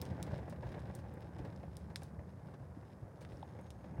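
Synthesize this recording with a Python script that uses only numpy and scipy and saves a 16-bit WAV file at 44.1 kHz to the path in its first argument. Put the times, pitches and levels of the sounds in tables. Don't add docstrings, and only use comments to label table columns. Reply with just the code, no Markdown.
import sys
import numpy as np
from scipy import signal
from scipy.fft import rfft, irfft
from scipy.io import wavfile

SR = 44100
rng = np.random.default_rng(int(sys.argv[2]) if len(sys.argv) > 2 else 0)


def persist_wave(psi):
    counts = np.round(np.clip(psi, -1, 1) * 32767).astype(np.int16)
    wavfile.write(sys.argv[1], SR, np.atleast_2d(counts).T)


N = 176400
TIME_S = np.arange(N) / SR


def undb(db):
    return 10 ** (np.asarray(db) / 20)


def unit(x):
    return x / np.sqrt(np.mean(x ** 2))


def curve(table, column=1):
    rows = np.array(table)
    return undb(np.interp(TIME_S, rows[:, 0], rows[:, column]))


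def noise(spectrum):
    hz, db = np.array(spectrum).T
    f = np.maximum(np.arange(N + 1) * SR / (2 * N), 1)
    cepstrum = irfft(np.log(undb(np.interp(np.log(f), np.log(hz), db))))
    causal_fold = np.r_[1, np.full(N - 1, 2), 1, np.zeros(N - 1)]
    response = np.exp(rfft(cepstrum * causal_fold))
    return unit(irfft(rfft(rng.standard_normal(N), 2 * N) * response)[:N])


def walk(rate_hz):
    f = np.arange(N // 2 + 1) * SR / N
    band = f / (f + rate_hz / 10) * np.exp(-(f / rate_hz) ** 2)
    return unit(irfft(rfft(rng.standard_normal(N)) * band, N))


def swell(start_s, rise_s, decay_s):
    age_s = np.maximum(TIME_S - start_s, 0)
    return (1 - np.exp(-(age_s / rise_s) ** 2)) * np.exp(-age_s / decay_s)


# t/s, rumble/dB, roar/dB, hiss/dB
FLAME_LEVELS = [(0, -43.5, -58.5, -72), (.08, -46, -51.5, -74), (.2, -44.5, -52, -75),
                (.33, -46.5, -50.5, -69.5), (.45, -46.5, -55, -78), (.58, -47.5, -60, -88.5),
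                (.67, -46, -54, -69.5), (.78, -48, -54, -75.5), (.95, -49.5, -57.5, -77.5),
                (1.34, -50, -59, -84), (1.42, -48, -53, -79), (1.68, -50.5, -63, -80.5),
                (2.15, -51, -62, -88), (2.35, -53, -63, -83.5), (2.95, -55, -63.5, -87.5),
                (3.3, -52.5, -61.5, -84), (3.6, -53.5, -60, -82), (3.77, -57, -63.5, -84),
                (3.86, -48, -60.5, -80.5), (4, -45.5, -53.5, -91)]
# f/Hz, relative level/dB
RUMBLE_SPECTRUM = [(22, -68.5), (38, -39.5), (52, -17.5), (73, 1), (100, 0), (140, -0.5), (185, -2.5),
                   (235, -12.5), (400, -20), (900, -68.5)]
ROAR_SPECTRUM = [(40, -32), (120, -22.5), (230, -2.5), (320, 1.5), (420, -2), (540, 3), (660, -3.5),
                 (860, -3.5), (1300, -19.5), (1570, -12), (2100, -19.5), (2800, -29), (5000, -57.5)]
HISS_SPECTRUM = [(1200, 2.5), (2200, 7.5), (2850, 4.5), (3600, 5.5), (5300, 0), (7200, -7), (9500, -10),
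                 (12000, -18), (16000, -13)]
# t/s, roar/dB, hiss/dB
SURGES = [(0.026, -46, -79), (0.2, -48, -71), (0.265, -52, -60.5), (0.311, -52, -73), (0.356, -53, -77),
          (0.387, -44.5, -67), (0.48, -45, -70), (0.525, -45.5, -65), (0.56, -52, -70), (0.632, -42.5, -69),
          (.668, -51, -67), (.72, -56, -73), (0.741, -41, -75), (0.778, -45, -70), (0.899, -45.5, -76),
          (0.989, -50, -63), (1.171, -47, -78), (1.269, -55, -72), (1.39, -49.5, -62), (1.451, -45, -61),
          (1.633, -46, -71), (1.902, -49, -66), (2.02, -45.5, -77), (2.192, -50, -74), (2.485, -51.5, -76),
          (2.539, -48.5, -66.5), (2.827, -53, -85), (3.215, -49.5, -79), (3.318, -56, -85),
          (3.589, -47, -68), (3.842, -47.5, -68), (3.981, -50.5, -81)]

def flame(rumble_flutter_db=1.35, roar_flutter_db=2.5, hiss_flutter_db=1.5):
    flutter = unit(walk(45) + 1.34 * walk(300))
    rumble = noise(RUMBLE_SPECTRUM) * curve(FLAME_LEVELS, column=1) * undb(rumble_flutter_db * walk(29))
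    roar_gain = curve(FLAME_LEVELS, column=2) * undb(roar_flutter_db * flutter)
    hiss_gain = curve(FLAME_LEVELS, column=3) * undb(hiss_flutter_db * flutter)
    surge_roar, surge_hiss = np.zeros((2, N))
    for at_s, roar_db, hiss_db in SURGES:
        surge = swell(at_s - 0.001, rise_s=0.001, decay_s=0.011)
        surge_roar += undb(roar_db) * surge
        surge_hiss += undb(hiss_db) * surge
    roar = noise(ROAR_SPECTRUM) * np.hypot(roar_gain, surge_roar)
    hiss = noise(HISS_SPECTRUM) * np.hypot(hiss_gain, surge_hiss)
    return rumble + roar + hiss


# t/s, level/dB, f/Hz
FLAPS = [(.332, -28.5, 111), (0.661, -31, 105), (0.692, -35, 95), (1.4, -42.5, 313), (1.404, -32, 92),
         (1.446, -38, 132), (1.765, -36, 109), (2.136, -41.5, 186), (2.188, -38, 91), (2.61, -42, 99),
         (2.775, -44, 163), (2.773, -45, 293), (3.03, -37, 119), (3.334, -37, 90)]

def flaps(sigma_s=0.0037):
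    out = np.zeros(N)
    for at_s, db, hz in FLAPS:
        age_s = TIME_S - at_s
        envelope = undb(db) * np.exp(-0.5 * (age_s / sigma_s) ** 2)
        out += envelope * np.sin(2 * np.pi * (hz * age_s + rng.random()))
    return out


def fracture(low_hz, high_hz, crack_s=0.00055, scatter_s=0.0051, echo_s=0.021):
    t = np.arange(SR // 4) / SR
    crack, scatter, echo = (rng.standard_normal(len(t)) * np.exp(-t / decay_s) * np.sqrt(2 / (decay_s * SR))
                            for decay_s in (crack_s, scatter_s, echo_s))
    echo = signal.sosfilt(signal.butter(1, [3500, 11000], "band", fs=SR, output="sos"), echo)
    spike = 0.59 * (t == 0)
    burst = spike + undb(-7.5) * crack + undb(-8) * scatter + undb(-11.5) * echo
    highpass = signal.butter(3, low_hz, "high", fs=SR, output="sos")
    lowpass = signal.butter(2, high_hz, fs=SR, output="sos")
    return signal.sosfilt(np.vstack([highpass, lowpass]), burst)


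# t/s, level before filtering/dB, low edge/Hz, high edge/Hz
SNAPS = [(0.0159, -23.5, 4060, 19000), (0.0535, -33.5, 2000, 8000), (0.228, -24, 3080, 12800),
         (.3808, -41.5, 2500, 8500), (0.4978, -33, 8100, 9500), (.7175, -45, 8000, 11000),
         (.7463, -31, 1300, 3500), (0.7935, -35, 2500, 5000), (0.8017, -41, 2500, 9000),
         (0.8972, -39.5, 1200, 4000), (0.9512, -28, 4300, 17000), (1.14, -42, 8000, 16000),
         (1.2092, -43, 11500, 17000), (1.386, -40, 2500, 7350), (1.4497, -45, 2000, 6960),
         (1.562, -38.5, 3000, 7000), (1.769, -30, 3900, 12000), (1.959, -17.3, 1490, 8400),
         (2.0199, -31.5, 1550, 4500), (2.0337, -31.5, 3320, 12000), (3.25, -27, 1290, 2740),
         (3.321, -31, 1290, 2350), (3.6125, -40, 8000, 12000), (3.6677, -44.5, 2500, 6000),
         (3.7049, -30.5, 2880, 8500)]

def snaps():
    out = np.zeros(N)
    for at_s, db, low_hz, high_hz in SNAPS:
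        start = int(at_s * SR)
        burst = fracture(low_hz, high_hz)[:N - start]
        out[start:start + len(burst)] += undb(db) * burst
    return out


def ticks(rate_per_s=60, drive_db=-84.5, spread_db=2, cluster_hz=15, cluster_db=3):
    gaps, sizes = rng.exponential(size=1000), rng.standard_normal(1000)
    starts = (np.cumsum(gaps) / rate_per_s * SR).astype(int)
    inside = starts < N
    impulses = np.zeros(N)
    impulses[starts[inside]] = undb(spread_db * np.minimum(sizes[inside], 1))
    impulses *= curve(FLAME_LEVELS, column=3) * undb(cluster_db * walk(cluster_hz))
    ticking = signal.fftconvolve(impulses, fracture(low_hz=1950, high_hz=6000))[:N]
    return undb(drive_db) * unit(ticking)


# f/Hz, gain/dB, decay/s
CASING_MODES = [(1970, 4.5, 0.00036), (3630, 5, 0.00051), (5090, -1.5, 0.0004), (8830, -1, 0.00017),
                (10900, -10, .0003), (15500, -3, .0004)]

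def casing(fractures, direct_db=-8.5):
    t = np.arange(SR // 50) / SR
    ring = sum(undb(db) * 2 / (decay_s * SR) * np.exp(-t / decay_s) * np.cos(2 * np.pi * hz * t)
               for hz, db, decay_s in CASING_MODES)
    return undb(direct_db) * fractures + signal.fftconvolve(fractures, ring)[:N]


# t/s, level/dB, rise/s, decay/s
SPITS = [(.03, -68, 0.018, 0.054), (.49, -55.5, 0.011, 0.015), (.98, -66.5, 0.0045, 0.018),
         (1.775, -70, .016, 0.036), (2.005, -60.5, 0.019, 0.035), (3.2, -53.5, 0.016, 0.018),
         (3.26, -67.5, 0.063, 0.11)]
# f/Hz, relative level/dB
SPIT_SPECTRUM = [(1500, 3.5), (3500, 2.5), (5000, 3), (7000, -4), (9500, 0), (12000, -18), (15000, -8)]

def spits(flutter_db=2):
    envelope = sum(undb(db) * swell(at_s, rise_s, decay_s) for at_s, db, rise_s, decay_s in SPITS)
    return noise(SPIT_SPECTRUM) * undb(flutter_db * walk(250)) * envelope


# t/s, f/Hz, level/dB, rise/s, decay/s
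BLISTERS = [(3.3712, 5340, -47, .0004, 0.00061), (3.4275, 3440, -40, 0.00047, 0.00053),
            (3.429, 824, -26.5, 0.0015, 0.0019)]

def blisters():
    return sum(undb(db) * swell(at_s, rise_s, decay_s) * np.sin(2 * np.pi * hz * (TIME_S - at_s))
               for at_s, hz, db, rise_s, decay_s in BLISTERS)


# t/s, level/dB
WHISTLE_LEVELS = [(1.2, -102), (3.39, -101), (3.44, -90), (3.68, -87), (3.76, -92), (4, -94)]

def whistle(pitch_hz=6508, width_hz=30):
    phase = 2 * np.pi * pitch_hz * TIME_S
    tone = walk(width_hz) * np.sin(phase) + walk(width_hz) * np.cos(phase)
    return tone * curve(WHISTLE_LEVELS)


# f/Hz, relative level/dB
YARD_SPECTRUM = [(22, -62), (40, -7.5), (70, 15.5), (160, 3), (300, -4), (600, -4.5), (1200, -10.5),
                 (1800, -20.5), (2800, -45), (5000, -31), (7500, -35.5), (9500, -33), (12000, -37.5),
                 (16000, -44.5)]

def yard_air(level_db=-57):
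    return undb(level_db) * noise(YARD_SPECTRUM)


def scene():
    mix = yard_air() + flame() + flaps() + spits() + whistle() + blisters() + casing(ticks() + snaps())
    return mix[None]


def record(dry, low_cut_hz=47, high_cut_hz=16000):
    highpass = signal.butter(4, low_cut_hz, "high", fs=SR, output="sos")
    lowpass = signal.ellip(8, 0.2, 60, high_cut_hz, fs=SR, output="sos")
    return signal.sosfilt(lowpass, signal.sosfilt(highpass, dry))


dry = scene()
out = record(dry)
persist_wave(out)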